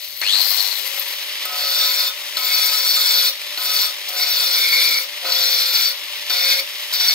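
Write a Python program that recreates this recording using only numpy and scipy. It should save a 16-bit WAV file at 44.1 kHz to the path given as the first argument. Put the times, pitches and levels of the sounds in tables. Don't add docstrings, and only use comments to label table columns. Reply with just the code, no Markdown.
import sys
import numpy as np
from scipy import signal
from scipy.fft import rfft, irfft, next_fast_len
from scipy.io import wavfile
from scipy.ndimage import uniform_filter1d

SR = 44100
rng = np.random.default_rng(int(sys.argv[2]) if len(sys.argv) > 2 else 0)


def log_audio(samples):
    frames = np.atleast_2d(samples).T
    limited = np.clip(frames, -1, 1)
    pcm = np.round(limited * 32767).astype(np.int16)
    wavfile.write(sys.argv[1], SR, pcm)


def nominal_scale(level):
    x = np.asarray(level, float) / 20
    return 10 ** x


N = 314874
TIME = np.arange(N) / SR

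# (time [s], grit level [dB])
PASSES = [
    [(1.45, -48), (1.574, -28), (1.63, -26), (1.808, -21.5), (1.868, -21), (2.08, -24.5), (2.13, -62)],
    [(2.365, -22.5), (2.389, -29.5), (2.547, -20.5), (2.729, -21), (2.777, -21.5), (2.8, -23), (3.161, -19),
     (3.287, -20), (3.33, -44)],
    [(3.57, -33), (3.648, -26.5), (3.81, -20), (3.856, -24.5), (3.93, -42)],
    [(4.08, -26.5), (4.112, -39), (4.22, -21.5), (4.25, -25), (4.308, -22), (4.402, -23), (4.878, -19.5),
     (4.974, -23.5), (5.06, -39)],
    [(5.22, -50), (5.27, -27), (5.356, -22.5), (5.424, -20), (5.72, -21.5), (5.755, -17), (5.84, -20.5),
     (5.915, -28), (5.96, -57)],
    [(6.295, -20), (6.317, -22.5), (6.46, -22), (6.495, -18.5), (6.525, -17), (6.55, -24), (6.597, -24),
     (6.635, -58)],
    [(6.925, -19.5), (6.989, -28), (7.005, -19), (7.1, -19.5), (7.2, -27)],
]
# (low modes [dB rel], 3rd multiple [dB], 4th at touch [dB], 7th [dB], 12th [dB])
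SEATING = [(-15, -46, -41, -41, -55), (-12, -49, -46, -46, -45.5), (-20, -47, -47, -42, -47),
           (-9, -46, -41.5, -63, -44), (-11.5, -38.5, -40, -56, -45), (-10.5, -48, -42.5, -48, -36.5),
           (-14, -49, -46, -50, -39.5)]
# (3rd multiple [dB/s], 7th [dB/s], treble modes [dB rel], rumble [dB rel], 2nd multiple [dB rel])
SEATING_SHIFT = [(3, -5.5, 0.5, 2.5, -4), (6.5, 0.5, 2.5, 1.5, -5.5), (-10, -6, 1, 0.5, -3),
                 (1.5, 5, 1, 1.5, 2), (-18.5, -29, -0.5, -2, -5.5), (37, -40, -1, -3, -3),
                 (-34, -30, -1, -4, -2)]
# (frequency [Hz], width [Hz], level [dB])
DISC = [(2200, 95, -9), (2390, 56, -10), (3390, 70, -9), (3600, 32, -3), (4220, 71, -5), (4530, 90, -1.5),
        (4890, 43, -1), (5610, 66, -2), (6140, 48, -15), (6720, 55, -17), (7210, 86, -14), (7660, 130, -28),
        (8120, 64, -22), (8490, 48, -16), (8750, 54, -21), (9360, 42, -12), (9730, 130, -24),
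        (10200, 58, -21), (10500, 39, -24), (11000, 140, -15), (11300, 39, -21), (12030, 55, -6),
        (12900, 67, -14), (13630, 110, -6.5), (14600, 45, -16), (15000, 58, -12), (15600, 110, -13)]
# (frequency [Hz], width [Hz], level [dB])
FLANGE = [(3610, 26, -6.5), (3790, 35, -10), (3980, 40, -8), (4340, 40, -7), (4505, 28, -1), (4655, 40, -5),
          (4950, 26, -5), (5260, 300, -15), (5640, 14, -3.5)]
# (frequency [Hz], width [Hz], level [dB])
TILE = [(315, 42, -15), (668, 147, -5), (1029.5, 17.5, 4.5), (1274, 22, 6), (1440, 160, 0.5), (1464, 51, 7)]
# (frequency [Hz], level [dB per Hz])
DUST = [(120, -71), (200, -93), (480, -13.5), (526, -24.5), (758, -31), (1150, -12), (1440, -6.5),
        (2980, -5), (4540, 9), (5250, -17), (7290, -6.5), (7700, -64), (13300, 0), (15700, -57)]
FULL_PRESSURE_DB = -21
TREBLE_DB, TREBLE_FOLLOWS = -7, -0.38
LOW_FOLLOWS, LOW_WANDER_DB = -0.2, 5
RUMBLE_DB, RUMBLE_FADE_DB_PER_S = -10.5, 3
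RUMBLE_FOLLOWS = -0.8

# (multiple of the disc speed [1], level [dB])
OTHER_MULTIPLES = [(5, -51), (6, -76), (8, -42), (9, -47.5), (11, -46), (13, -46), (14, -38), (24, -29.5),
                   (25, -56)]
SECOND_DB = -55.5
FOURTH_FADE_DB_PER_S2, TWELFTH_WANDER_DB = 80, 3.5
TWELFTH_MODE_HZ, TWELFTH_MODE_WIDTH_HZ = 2190, 60

# (time [s], speed [turns/s])
FREE_SPEED = [(0.21, 160), (0.3, 305), (0.35, 378), (0.45, 440), (0.55, 482), (0.65, 503), (0.9, 548),
              (1.1, 570), (1.4, 594)]
# (time [s], speed [turns/s])
LOADED_SPEED = [(1.5, 182.5), (2.09, 181), (2.39, 182.5), (2.84, 181.6), (3.29, 178.9), (3.6, 182.4),
                (3.89, 179.8), (4.11, 182.7), (4.414, 180.8), (4.576, 173.9), (4.714, 171.2), (5.26, 174.1),
                (5.37, 176), (5.55, 174.2), (5.89, 173.3), (6.32, 178.1), (6.55, 180.3), (7.0, 182.5)]
GEAR_RATIO, PINION_TEETH, MAINS_PULSE_HZ = 3.265, 11, 100
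SWITCH_S, SPEED_SETTLE_S = 0.2138, 0.04

# (time [s], tile [dB], gear case [dB], bright metal [dB], chatter [ms])
BLOWS = [
    (0.2147, -26, -17, -34, 1.6),
    (0.994, -48.5, -39, -15, 6.8),
    (1.452, -38.5, -38, -12.5, 6.5),
    (2.369, -29.5, -19, -22, 1.8),
    (3.575, -34, -24, -26, 3.7),
    (4.089, -50, -37, -7, 1.6),
    (5.245, -38.5, -39, -38, 75),
    (5.321, -42.5, -13, -29.5, 2.7),
    (6.298, -33, -29, -38, 6.8),
    (6.925, -34, -31, -32, 2),
]
# (time [s], gear case rattle [dB])
RUN_UP = [(0.214, -30), (0.3, -25), (0.385, -17), (0.49, -25), (0.535, -21), (0.56, -27), (0.575, -18.5),
          (0.64, -23), (0.912, -38)]
# (frequency [Hz], width [Hz], level [dB])
GEAR_CASE = [(4250, 225, 6.5), (4684, 43, 4.5), (696, 81, -13), (1230, 850, -16.5)]
# (frequency [Hz], width [Hz], level [dB])
GUARD = [(12130, 260, 0), (12380, 260, -1), (15450, 400, -9)]
COASTING_RATTLE_DB = -36.5
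WHINE_DB, WHINE_BEST_HZ, WHINE_BELOW_DB_PER_OCT, WHINE_ABOVE_DB_PER_OCT = -31.5, 3900, 4, 28
COASTING_GUARD_DB, GUARD_DB, GUARD_PEAK_DB, GUARD_PEAK_S, GUARD_SPAN_S = -38.5, -37, 9.5, 0.5, 0.15
GUARD_ENTERS_S, GUARD_MUTED_DB = 0.37, -7

# (frequency [Hz], level [dB per Hz])
FAN = [(24, -64), (40, -19), (162, -32), (370, -15.5), (440, -17.5), (595, -9), (657, -17), (980, -10.5),
       (1500, -12), (2020, 0.5), (3020, -0.5), (4610, -1), (8000, -20.5), (14200, -14), (15700, -20)]
COASTING_DB, POWERED_DB = -41.5, -33.5
COASTING_HOUSING_DB, POWERED_HOUSING_DB = -18, -12
LOAD_DUCK_DB, DUCK_RECOVER_S = -4, 0.23

# (time [s], left over right [dB], treble [dB rel])
AIM = [(0.15, 8.5, -1.5), (0.25, 10, -4.5), (0.46, 15, -0.5), (1.31, 5, -5), (1.44, 4.5, -5),
       (2.3, 6.5, -4), (4, 5.5, -5), (6.1, 6.5, -6), (6.8, 5.5, -4.5)]
# (frequency [Hz], lead of the left [rad])
LEAD = [(0, 0), (2410, -0.5), (2930, 1.9), (3960, 1.6), (4570, 0.8), (5600, 1.9), (6720, 0.6), (8440, -6.6),
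        (10200, -3.8), (11000, -6.5), (12500, -4.7), (13600, -6.1), (14600, -5.6), (16100, -11.8)]
# (frequency [Hz], left over right [dB])
SIDES = [(60, -4), (110, -1), (200, 7.5), (380, 5), (700, 5.5), (1290, 3), (2380, -1), (4400, 1.5),
         (8120, 6), (15000, 3)]
# (frequency [Hz], share of power [0-1])
UNLIKE = [(60, 0.35), (300, 0.025), (1000, 0.18), (4000, 0.18), (8000, 0.1), (12000, 0.088)]
# (time [s], level [dB])
HANDLING = [(0, -55), (0.6, -48), (0.75, -56), (1.1, -71.5), (6.9, -70), (7.14, -53)]
MIC_LOW_HZ, MIC_HIGH_HZ = 150, 15720


def rms_one(x):
    return x / np.sqrt(np.mean(x ** 2) + 1e-20)


def in_time(rows):
    s, *columns = np.transpose(rows)
    return [np.interp(TIME, s, column) for column in columns]


def at_hz(points, hz):
    table_hz, value = np.transpose(points)
    return np.interp(np.log(hz + 1), np.log(table_hz + 1), value)


def lag(x, seconds):
    r = np.exp(-1 / (max(seconds, 0.005) * SR))
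    return signal.lfilter([1 - r], [1, -r], x)


def drift(rate):
    r = np.exp(-40 * np.pi * rate / SR)
    noise = rng.standard_normal(N // 20 + 4002)
    slow = signal.lfilter([1], [1, -2 * r, r * r], noise)[4000:]
    return np.interp(np.arange(N) / 20, np.arange(len(slow)), rms_one(slow))


def filtered(x, order, hz, kind):
    return signal.sosfilt(signal.butter(order, hz, kind, fs=SR, output="sos"), x)


def colour(x, spectrum):
    size = next_fast_len(N)
    gain = nominal_scale(at_hz(spectrum, np.fft.rfftfreq(size, 1 / SR)))
    return rms_one(irfft(rfft(x, size) * gain, size)[:N])


def resonate(x, modes, wander_db=0.0):
    out = np.zeros(N)
    for k, (hz, width, db) in enumerate(modes):
        r = np.exp(-np.pi * max(width, 5) / SR)
        drive = x * nominal_scale(db + (wander_db * drift(16.4) if wander_db else 0))
        peak = [(1 - r * r) / 2, 0, (r * r - 1) / 2]
        ring = [1, -2 * r * np.cos(2 * np.pi * hz / SR), r * r]
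        out += (-1) ** k * signal.lfilter(peak, ring, drive)
    return out


def noise_gain(modes):
    return np.sqrt(sum(np.pi * width / SR * nominal_scale(2 * db) for hz, width, db in modes))


def grit(per_s, spread_db):
    sizes = nominal_scale(spread_db * np.minimum(rng.exponential(1, N), 5)) * rng.choice([-1, 1], N)
    return rms_one(sizes * (rng.random(N) < per_s / SR))


def mains_throb(depth_db):
    beat = MAINS_PULSE_HZ * (TIME - SWITCH_S) + 30
    kick = uniform_filter1d(1 - 2 * (beat % 1), size=60)
    strength = rng.standard_normal(N)[beat.astype(int)]
    return nominal_scale(depth_db * (1.3 * kick + 0.3 * strength))


def touching():
    edges = []
    for curve in PASSES:
        touch, lift = curve[0][0], curve[-1][0]
        edges += [(touch, 0), (touch + 0.003, 1), (lift - 0.03, 1), (lift, 0)]
    return in_time(edges)[0]


def grit_level():
    return in_time(np.vstack(PASSES))[0]


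def this_pass(table):
    touches = np.array([curve[0][0] for curve in PASSES])
    index = np.maximum(np.searchsorted(touches, TIME) - 1, 0)
    return np.maximum(TIME - touches[index], 0), np.array(table)[index].T


def disc_angle():
    free = in_time(FREE_SPEED)[0] / GEAR_RATIO
    loaded = in_time(LOADED_SPEED)[0]
    return 2 * np.pi * np.cumsum(free + (loaded - free) * lag(touching(), SPEED_SETTLE_S)) / SR


def cutting(angle):
    grit_db = grit_level()
    since, seating = this_pass(SEATING)
    shift = this_pass(SEATING_SHIFT)[1]
    swing_db = grit_db - FULL_PRESSURE_DB
    treble_db = shift[2] + TREBLE_DB + TREBLE_FOLLOWS * swing_db
    low_db = seating[0] + LOW_FOLLOWS * swing_db + LOW_WANDER_DB * drift(1.7)
    tile_db = shift[3] + RUMBLE_DB + RUMBLE_FOLLOWS * swing_db - RUMBLE_FADE_DB_PER_S * since

    bite_db = 2.2 * np.cos(angle) + 1.3 * np.cos(2 * angle) + 0.9 * drift(34)
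    force = touching() * nominal_scale(grit_db) * rms_one(nominal_scale(bite_db) * mains_throb(0.4))

    out = np.zeros(N)
    bands = [(0, 3100, low_db - 3.5), (3100, 6300, -2.05), (6300, 17000, treble_db - 0.6)]
    for low_hz, high_hz, band_db in bands:
        modes = [(hz, 0.64 * width, db) for hz, width, db in DISC + FLANGE if low_hz < hz < high_hz]
        grains = grit(9000, 2.97)
        out += resonate(grains * force * nominal_scale(band_db), modes, 2.37) / noise_gain(modes)
    grains = grit(3000, 1.7)
    out += resonate(grains * force * nominal_scale(tile_db - 4.5), TILE, 1.5) / noise_gain(TILE)
    dust = colour(grit(12000, 3.7), DUST)
    return out + force * nominal_scale(-3.5) * dust


def run_out(angle):
    since, (_, third_db, fourth_db, seventh_db, twelfth_db) = this_pass(SEATING)
    shift = this_pass(SEATING_SHIFT)[1]
    pressure_db = grit_level() + 19.04
    second_db = SECOND_DB + shift[4] + pressure_db
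    third_db = third_db + shift[0] * since + 0.1 * pressure_db
    fourth_db = fourth_db - np.minimum(FOURTH_FADE_DB_PER_S2 * since ** 2, 16)
    seventh_db = seventh_db + shift[1] * since
    detune = (12 * in_time(LOADED_SPEED)[0] - TWELFTH_MODE_HZ) / TWELFTH_MODE_WIDTH_HZ
    twelfth_db = twelfth_db + 5.5 + 0.78 * pressure_db - 10 * np.log10(1 + detune ** 2)
    twelfth_db = twelfth_db + TWELFTH_WANDER_DB * drift(10.0)

    tones = [(2, second_db), (3, third_db), (4, fourth_db), (7, seventh_db), (12, twelfth_db)]
    tones += [(k, db + pressure_db + 2.5 * drift(3.8)) for k, db in OTHER_MULTIPLES]
    thump = np.zeros(N)
    for k, db in tones:
        level = np.sqrt(2) * nominal_scale(db + 1.9 * drift(12.5))
        thump += level * np.sin(k * angle + 1.1 * drift(2.3))
    return lag(touching(), 0.016) * thump


def blows():
    tile, case, metal = np.zeros(N), np.zeros(N), np.zeros(N)
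    for at, tile_db, case_db, metal_db, ms in BLOWS:
        attack = np.clip((TIME - at) / 0.00051, 0, 1)
        shape = attack * np.exp(-np.clip(TIME - at, 0, 1) * 1000 / max(ms, 0.5))
        tile += shape * nominal_scale(tile_db)
        case += shape * nominal_scale(case_db)
        metal += shape * nominal_scale(metal_db)
    chatter, down = rng.standard_normal(N), touching()
    thud = nominal_scale(27.5) * resonate(tile * chatter, TILE) + nominal_scale(9.0) * tile * colour(chatter, FAN)
    bright_disc = [mode for mode in DISC if mode[0] > 6300]
    ring = nominal_scale(13.5) * resonate(metal * chatter * down, bright_disc)
    ring += nominal_scale(16) * resonate(metal * chatter * (1 - down), GUARD)
    clank = np.sin(2 * np.pi * 4330 * TIME) * (1 - down) + 3.3 * chatter
    return thud + ring + nominal_scale(9.5) * resonate(case * clank, GEAR_CASE[:2])


def gears(angle):
    on = TIME > SWITCH_S
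    fade = np.clip((1.4 - TIME) / 0.3, 0, 1)

    octaves = np.log2(PINION_TEETH * in_time(FREE_SPEED)[0] / WHINE_BEST_HZ)
    whine_db = WHINE_DB + np.minimum(WHINE_BELOW_DB_PER_OCT * octaves, -WHINE_ABOVE_DB_PER_OCT * octaves)
    powered = np.clip((TIME - 0.22) / 0.002, 0, 1) * np.clip((0.75 - TIME) / 0.2, 0, 1)
    mesh = PINION_TEETH * GEAR_RATIO * angle + 1.45 * drift(200)
    teeth = np.sin(mesh) + 0.15 * np.sin(2 * mesh) + 0.087 * np.sin(3 * mesh)
    whine = rms_one(teeth * mains_throb(6.5)) * nominal_scale(whine_db + 9.5) * powered

    rattle_db = np.where(on, in_time(RUN_UP)[0], COASTING_RATTLE_DB)
    knocks = grit(6000, 2.5) * np.where(TIME > 0.21, mains_throb(6.0), 1)
    case = fade * nominal_scale(rattle_db - 1.0) * rms_one(resonate(knocks, GEAR_CASE, 1.3))

    guard_db = GUARD_DB + GUARD_PEAK_DB * np.exp(-((TIME - GUARD_PEAK_S) / GUARD_SPAN_S) ** 2)
    guard_db = guard_db + GUARD_MUTED_DB * (TIME < GUARD_ENTERS_S)
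    guard_db = np.where(on, guard_db, COASTING_GUARD_DB)
    guard_db = fade * guard_db - 51 * (1 - fade)
    guard_knocks = grit(6900, 4.3) * mains_throb(3.4)
    guard = nominal_scale(guard_db + 1.0) * rms_one(resonate(guard_knocks, GUARD, 3.0))
    return whine + case + guard


def motor(angle):
    on = np.arange(N) > SWITCH_S * SR
    treble_db = in_time(AIM)[1]
    level_db = np.where(on, POWERED_DB, COASTING_DB)
    body_db = np.where(on, POWERED_HOUSING_DB, COASTING_HOUSING_DB)
    hiss = colour(rng.standard_normal(N), FAN) * mains_throb(1.4) * nominal_scale(1.06 * drift(42))
    high = filtered(hiss, 2, 5500, "high")
    body = filtered(hiss, 1, [650, 1700], "band")
    hiss = hiss + (nominal_scale(treble_db + 8.5) - 1) * high + (nominal_scale(body_db + 14.0) - 1) * body

    settled = np.clip((TIME - 0.75) / 0.15, 0, 1)
    unbalance = nominal_scale(-20.0 + 2.7 * drift(17)) * np.sin(GEAR_RATIO * angle) * settled
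    hum = nominal_scale(-18.5) * np.sin(2 * np.pi * 598 * TIME + 1.0 * drift(28))
    hum = hum * (np.arange(N) < SWITCH_S * SR)

    load = touching() * nominal_scale(grit_level() - FULL_PRESSURE_DB)
    ducked = nominal_scale(LOAD_DUCK_DB * lag(load, DUCK_RECOVER_S))
    return nominal_scale(level_db + 4.0) * ducked * (hiss + unbalance + hum)


def handling():
    low = filtered(rng.standard_normal((3, N)), 2, [18, 70], "band")
    low = low[:2] + 0.32 * low[2]
    return rms_one(low) * nominal_scale(in_time(HANDLING)[0] + 4.3 * drift(5.8) + [[4.0], [-1.5]])


def stereo(x):
    size = next_fast_len(N + SR // 2)
    hz = np.fft.rfftfreq(size, 1 / SR)
    share = np.clip(at_hz(UNLIKE, hz), 0, 1)
    echoes = rng.standard_normal(N) * np.exp(-TIME / 0.037)
    echoes = rfft(echoes / np.sqrt(np.sum(echoes ** 2)), size)
    sign = np.array([[1], [-1]])
    ports = nominal_scale(sign * at_hz(SIDES, hz) / 2) * np.exp(0.5j * sign * at_hz(LEAD, hz))
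    ports = ports / np.maximum(np.abs(ports.mean(axis=0)), 0.5)
    room = np.sqrt(1 - share) + sign * np.sqrt(share) * echoes
    both = irfft(rfft(x, size) * ports * room, size)[:, :N]
    return both * nominal_scale(0.88 + sign * (in_time(AIM)[0] - 4.0) / 2)


def scene():
    angle = disc_angle()
    tool = cutting(angle) + run_out(angle) + blows() + gears(angle) + motor(angle)
    return stereo(filtered(tool, 2, MIC_LOW_HZ, "high")) + handling()


def roll_off(x):
    return signal.sosfilt(signal.butter(12, 16500, fs=SR, output="sos"), x)


def record(dry):
    rounded = 0.88 * np.tanh(dry / 0.88)
    cut = filtered(rounded, 2, MIC_LOW_HZ, "high")
    mix = signal.sosfilt(signal.ellip(10, 0.5, 60, MIC_HIGH_HZ, fs=SR, output="sos"), cut)
    return roll_off(mix)


dry = scene()
out = record(dry)
log_audio(out)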